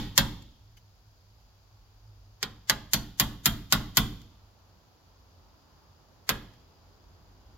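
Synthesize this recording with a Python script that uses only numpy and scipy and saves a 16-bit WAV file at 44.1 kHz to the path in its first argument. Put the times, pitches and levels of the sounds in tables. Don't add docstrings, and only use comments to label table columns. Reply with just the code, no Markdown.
import sys
import numpy as np
from scipy import signal
from scipy.fft import rfft, irfft, next_fast_len
from scipy.io import wavfile
from scipy.ndimage import uniform_filter1d

SR = 44100
rng = np.random.default_rng(int(sys.argv[2]) if len(sys.argv) > 2 else 0)


def volts_from_db(level):
    exponent = np.asarray(level, float) / 20
    return 10 ** exponent


def pcm_store(signal):
    levels = np.round(np.clip(np.atleast_2d(signal), -1, 1) * 32767)
    wavfile.write(sys.argv[1], SR, levels.astype(np.int16).T)


N = 333837
PADDED = next_fast_len(N + 4096)
LEAD = 256

# pitch_hz, correlation (0 to 1)
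LIKENESS = [(60, 0.97), (130, 0.77), (290, 0.41), (640, 0.83), (1400, 0)]


def colour(x, table, column=1):
    size = x.shape[-1]
    hz = np.maximum(np.fft.rfftfreq(size, 1 / SR), 1)
    return irfft(rfft(x) * volts_from_db(lookup(table, hz, column)), size)


def band(x, hz, octaves):
    size = x.shape[-1]
    octaves_off = np.log2(np.maximum(np.fft.rfftfreq(size, 1 / SR), 1) / hz)
    return irfft(rfft(x) * np.cos(np.pi / 2 * np.clip(octaves_off / octaves, -1, 1)), size)


def lookup(table, hz, column=1):
    rows = np.array(table, float)
    return np.interp(np.log(hz), np.log(rows[:, 0]), rows[:, column])


def unit(x):
    return x / np.sqrt(np.mean(x ** 2))


def walk(rate):
    hold = int(SR / rate)
    steps = np.repeat(rng.standard_normal(PADDED // hold + 1), hold)
    return uniform_filter1d(uniform_filter1d(steps, hold), hold)[:PADDED]


def ring(t, hz, t60, gain):
    t = np.maximum(t, 0)[:, None]
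    return (np.sin(2 * np.pi * hz * t) * volts_from_db(-60 * t / t60)) @ gain


def add(track, sound, at_s):
    start = int(at_s * SR)
    skip = max(-start, 0)
    stop = min(start + sound.shape[-1], track.shape[-1])
    if stop > 0:
        track[..., start + skip:stop] += sound[..., skip:stop - start]


def pair(like, size):
    mid, side = rng.standard_normal((2, size))
    like = np.clip(like, 0, 1)
    opposed = side * np.array([[1], [-1]])
    return (np.sqrt(1 + like) * mid + np.sqrt(1 - like) * opposed) / np.sqrt(2)


def strike(t, weight_db, wood_db, steel_db):
    # pitch_hz, level_db, t60_s
    tool = [(1120, -15.5, 0.054), (1440, -12, 0.13), (1660, -17.5, 0.028), (2970, -19.5, 0.1),
            (3337, -12, 0.17), (3600, -20.5, 0.046), (4640, -18.5, .14), (5100, -11.5, .1),
            (6250, -16, 0.2), (7000, -10.5, .08), (11100, -11.5, .05), (12990, -14.5, .08),
            (13310, -15.5, .07)]
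    # pitch_hz, level_db
    crack_tone = [(150, -29), (400, -12.5), (560, -14), (800, -9), (1200, -5.5), (1900, -2.5), (2700, -8.5),
                  (3300, 0), (5500, -1), (8000, 6), (10000, 2), (13000, 6.5), (15500, 0), (16500, -9)]
    fibres = volts_from_db(-8) * np.exp(-t / .0012) + volts_from_db(-24) * np.exp(-t / .005)
    crack = rng.standard_normal(len(t)) * fibres * np.clip(t / .0005, 0, 1)
    click = .7 * (np.arange(len(t)) == 24)
    spectrum = rfft(crack + click)
    crack = irfft(spectrum / np.sqrt(uniform_filter1d(np.abs(spectrum) ** 2, size=80)), len(t))

    hz, db, t60 = np.transpose(tool)
    chance = rng.standard_normal((2, len(hz)))
    modes = ring(t, hz * (1 + 0.0093 * chance[0]), t60, volts_from_db(db + 2 * chance[1] - 46))

    bite_db = .45 * steel_db - 0.3 * (wood_db + 3.5)
    frame_edge_db = wood_db + 2.66
    blade_db = 0.3 + .2 * weight_db
    shank_db = -0.6 + bite_db / 2
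    blend = [(600, wood_db + 0.57), (1000, wood_db), (1400, wood_db), (2200, frame_edge_db),
             (3300, blade_db), (4500, 0), (6000, shank_db),
             (7000, bite_db), (8500, bite_db), (10500, steel_db)]
    sound = colour(np.roll(colour(crack, crack_tone) + modes, LEAD), blend)
    fade_in = np.clip(t * SR / LEAD, 0, 1) ** 2
    fade_out = np.clip(4 - 4 * t / t[-1], 0, 1) ** 2
    return sound * fade_in * fade_out


def lead_in_hiss(hit, t):
    hiss = signal.fftconvolve(rng.standard_normal((2, len(t))), hit[None, :512], axes=1, mode="same")
    ahead = t - t[-1]
    swell = np.exp(ahead / 0.0095) + volts_from_db(11) * np.exp(ahead / 0.001)
    return volts_from_db(-38.5 - 29.5) * hiss * swell


def facing(x):
    # pitch_hz, width_hz, boost_db
    boosts = [(4990, 270, 9), (12725, 670, 7)]
    hz = np.fft.rfftfreq(len(x), 1 / SR)
    boost_db = sum(db * np.exp(-((hz - f) / w) ** 2) for f, w, db in boosts)
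    return irfft(rfft(x) * volts_from_db(boost_db), len(x))


def shed(t):
    # pitch_hz, t60_s, level_db
    early_table = [(300, 0.28, -1.5), (1220, .1, 0), (2200, 0.066, -1.5), (3394, .09, -2.5),
                   (4883, 0.046, -0.5), (7000, 0.012, -6), (9000, 0.035, -2), (13000, 0.065, 0)]
    # pitch_hz, t60_s
    tail_t60 = [(200, 0.88), (700, 0.53), (1500, 0.42), (2400, 0.4), (3400, 0.38), (5000, 0.44),
                (7000, 0.25), (9000, 0.26), (13000, 0.43)]
    # pitch_hz, level_db
    tail_tone = [(200, 1.5), (400, 6), (900, 11.5), (2000, 1), (2600, -6), (3300, 0), (4500, -5.5),
                 (6000, -8.5), (9000, -1.5), (13000, -5.5)]
    # pitch_hz, level_db
    yard = [(1000, -16), (2000, -9), (3400, 4), (4300, -3), (7000, -16), (12000, -24)]
    out = 0
    for hz in 200 * 2 ** (np.arange(14) / 2):
        noise = band(pair(lookup(LIKENESS, hz / 3.1), len(t)), hz, 1 / 2)
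        early = volts_from_db(-3.5 + lookup(early_table, hz, column=2) - 60 * t / lookup(early_table, hz))
        late = volts_from_db(-24.5 + lookup(tail_tone, hz) - 60 * t / lookup(tail_t60, hz))
        haze = volts_from_db(-37.5 + lookup(yard, hz) - 60 * t / 0.93)
        trees = volts_from_db(-50.5) * np.exp(-((t - .246) / .003) ** 2)
        out = out + noise * (early + late + haze + trees)
    return volts_from_db(-18) * out * np.clip(t / 0.0055, 0, 1)


def hammer():
    # start_s, peak_db, weight_db (push into the wall), wood_db (1-2 kHz), steel_db (11-15 kHz)
    blows = [
        (-0.087, -2, 1.5, -5, -13),
        (0.1769, -3.5, 1, -5, -11.5),
        (2.4274, -16, -3.5, -2, -18),
        (2.6961, -6, -7, -2, -15),
        (2.9333, -11.5, 3.5, -5, -7),
        (3.1974, -10.5, 4.5, -3.5, -6.5),
        (3.4566, -11.5, 7, -3, -4),
        (3.723, -7, 3, -4, -11),
        (3.9697, -8.5, 6.5, -4.5, -7),
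        (6.2907, -13, 1.5, 1, -10),
    ]
    # pitch_hz, level_db, t60_s, sign (which way the wall moves at the frame)
    wall = [(34.3, -11, 0.63, 1), (40.9, -8, 0.39, -1), (56.2, -9, 0.1, 1), (73.8, -20, 0.8, -1),
            (95.8, -12, 0.48, -1), (104.0, -9, 0.37, 1), (116.7, -16, 0.8, 1), (125.9, 0, 0.17, -1),
            (143.1, -2, 0.33, -1), (151.3, -3, 0.15, 1), (181.4, -12, 0.34, -1), (205.9, -2, 0.17, 1),
            (220.6, -6, 0.22, -1), (235.9, -8, 0.35, 1), (254.6, -3, 0.1, 1), (265.3, -10, 0.42, -1),
            (292.0, -15, 0.59, -1), (326.8, -8, 0.1, 1)]
    # pitch_hz, level_db
    creak = [(25, -2.5), (45, 7.5), (70, -1), (100, 2), (180, -2), (300, -5.5), (420, -19), (600, -38)]
    t = np.arange(32768) / SR
    hz, db, t60, sign = np.transpose(wall)
    boards = unit(colour(pair(0.94, len(t)), creak)) * volts_from_db(-4 - 60 * t / 0.68) * np.clip(t / .07, 0, 1)
    wall_t = t - .0095
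    out = np.zeros((2, N))
    for s, peak_db, boom_db, wood_db, steel_db in blows:
        hit = volts_from_db(peak_db + 26) * strike(t[:8192], boom_db, wood_db, steel_db)
        start = s - (LEAD - 42) / SR
        shade = [(600, 0.5), (1200, -2.5), (2500, 0), (4500, -4), (8000, -0.5), (13000, -1)]
        direct = np.array([np.roll(colour(hit, shade), 4), facing(hit)])
        add(out, direct, start)
        add(out, volts_from_db(-10) * np.array([hit, hit]), start + .0047)
        shed_db = -1.88 + 0.47 * boom_db
        add(out, volts_from_db(shed_db) * signal.fftconvolve(hit[None], shed(t), axes=1), start)
        add(out, lead_in_hiss(hit[LEAD - 64:], t[:1024]) * volts_from_db(20), s - 1024 / SR)
        boom = ring(wall_t, hz, t60, sign * volts_from_db(db + rng.standard_normal(len(hz))))
        wide_gain = volts_from_db(db - 16) * rng.standard_normal(len(hz)) * (hz > 110)
        wide = ring(wall_t, hz, t60, wide_gain) * np.array([[1], [-1]])
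        add(out, volts_from_db(peak_db + boom_db - 23) * (boom + boards + wide), s)
    return out


def outdoors():
    # start_s, drone_hz, drone_db
    road = [(0, 103.4, -63), (0.601, 103, -61), (1.202, 101, -65.5), (1.7, 101, -63.5), (2.2, 103, -60),
            (4.4, 97, -64.5), (4.951, 91.7, -75), (5.302, 88.3, -63.5), (5.8, 86.6, -72.5),
            (6.199, 95, -72), (7.0, 86.1, -66.5), (7.57, 98.05, -61)]
    # pitch_hz, level_db (per Hz)
    air_tone = [(25, -9), (50, 7), (120, -2.5), (160, -7), (500, -14), (900, -12), (1400, -18), (2100, -26),
                (4500, -19.5), (7000, -28), (8400, -34.5), (9800, -32.5), (11500, -28.5), (14000, -28.5)]
    s, *columns = np.transpose(road)
    t = np.arange(PADDED) / SR
    drone_hz, drone_db = (np.interp(t, s, c) for c in columns)
    swell_db = -7 + 1.13 * t
    rumble_db = -0.93 + drone_db + 66.5
    air = 0
    for hz in 25 * 2 ** (np.arange(20) / 2):
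        tyres = 1 / (1 + (hz / 2000) ** 2)
        deep = 1 / (1 + (hz / 70) ** 4)
        noise = band(pair(lookup(LIKENESS, hz), PADDED), hz, 1 / 2)
        air = air + noise * volts_from_db(tyres * (swell_db + 0.98 * walk(3)) + deep * (rumble_db - swell_db))
    air = unit(colour(air, air_tone)) * volts_from_db(-59)

    engine = np.sin(2 * np.pi * np.cumsum(drone_hz + 5 * walk(25)) / SR)
    drone = engine * volts_from_db(drone_db + 2.5 + 5 * walk(18))

    trill = 1 + 0.35 * np.sin(2 * np.pi * 64 * t + 3 * walk(1.5))
    cricket_db = -79 + 0.41 * t + np.array([[3], [-3]]) + 1.5 * walk(1.4)
    chirps = unit(band(pair(0, PADDED), 4900, 600 / 4900))
    crickets = chirps * trill * volts_from_db(cricket_db)
    return (air + drone + crickets)[:, :N]


def rings():
    # start_s (of the blow), pitch_hz, level_db (at the start), t60_s
    singing = [(.178, 560, -40, .15), (.178, 1600, -37, .2), (.178, 3220, -34, .2), (.178, 3650, -37, .3),
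               (2.428, 4950, -41, .08), (2.697, 1700, -33, .08), (2.697, 1950, -37, .06),
               (2.697, 6200, -35, .06), (2.935, 4430, -34, .24), (2.935, 6020, -38.5, .24),
               (2.935, 7150, -33, .1), (3.199, 1120, -37, .09), (3.199, 3300, -35, .2),
               (3.199, 7100, -36, .1), (3.457, 3290, -32, .22), (3.457, 3600, -36, .22),
               (3.724, 1120, -36, .1), (3.724, 1450, -33, .1), (3.724, 4970, -33, .1),
               (3.971, 1450, -35, .1), (3.971, 3300, -36, .3), (6.292, 1660, -37, .22),
               (6.292, 2530, -37, .14), (6.292, 3300, -42, .2), (6.292, 4350, -44, .16)]
    t = np.arange(16384) / SR
    out = np.zeros((2, N))
    for s, hz, db, t60 in singing:
        spread = 1 + .008 * rng.standard_normal((2, 4))
        gain = volts_from_db(db - 2.5) * np.ones(4)
        add(out, np.array([ring(t, hz * port, t60, gain) for port in spread]), s + .001)
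    return out + volts_from_db(-7.5) * signal.fftconvolve(out, shed(t), axes=1)[:, :N]


def ticks():
    # start_s, peak_db, pan_db (left minus right), length_s
    touches = [
        (.771, -50.5, -2, 0.0066),
        (1.40, -67, -12.5, 0.0089),
        (4.588, -72, -8.5, .008),
        (5.34, -76, 4, .01),
    ]
    t = np.arange(4096) / SR
    blade_gain = volts_from_db(np.array([-2.0, 6, -8, 3, 3]) - 27)
    blade = ring(t, np.array([2180, 3050, 4430, 6200, 12500]), 0.026, blade_gain)
    out = np.zeros((2, N))
    for s, peak_db, pan_db, length in touches:
        scrape = rng.standard_normal((2, len(t))) * np.sqrt(t / length) * np.exp(-t / length)
        rasp = colour(scrape, [(800, -12), (1600, 3), (6000, 6), (13000, 2)])
        touch = rasp + signal.fftconvolve(scrape[:1], blade[None], axes=1)[:, :len(t)]
        add(out, volts_from_db(peak_db + np.array([[pan_db], [-pan_db]]) / 2) * touch, s - .002)
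    return out


def scene():
    return hammer() + rings() + ticks() + outdoors()


def band_limit(x):
    return signal.sosfilt(signal.butter(12, 16960, fs=SR, output="sos"), x)


def record(dry):
    # pitch_hz, left_db, right_db
    port_tone = [(60, 0, 1), (2320, 0, 1.5), (3260, -1.5, 0), (4000, -5, -1.5), (4620, -2.5, 1),
                 (4720, -1, -1), (6380, 3.5, -12), (7140, 4, -8.5), (7620, -2, -18.5), (7950, -12.5, -37.5),
                 (9860, -3.5, -20.5), (9900, -4.5, -3), (10760, -5, -10), (12200, -4.5, -0.5),
                 (13700, -5.5, -5)]
    dry = np.pad(dry, ((0, 0), (0, PADDED - N)))
    left = colour(dry[0], port_tone, column=1)
    right = colour(dry[1], port_tone, column=2)
    ports = np.array([left, right])[:, :N]
    headroom = .84
    rounded = headroom * np.tanh(ports / headroom)
    top_cut = signal.ellip(8, .2, 60, 16000, fs=SR, output="sos")
    mix = signal.sosfilt(top_cut, rounded)
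    return band_limit(mix)


dry = scene()
out = record(dry)
pcm_store(out)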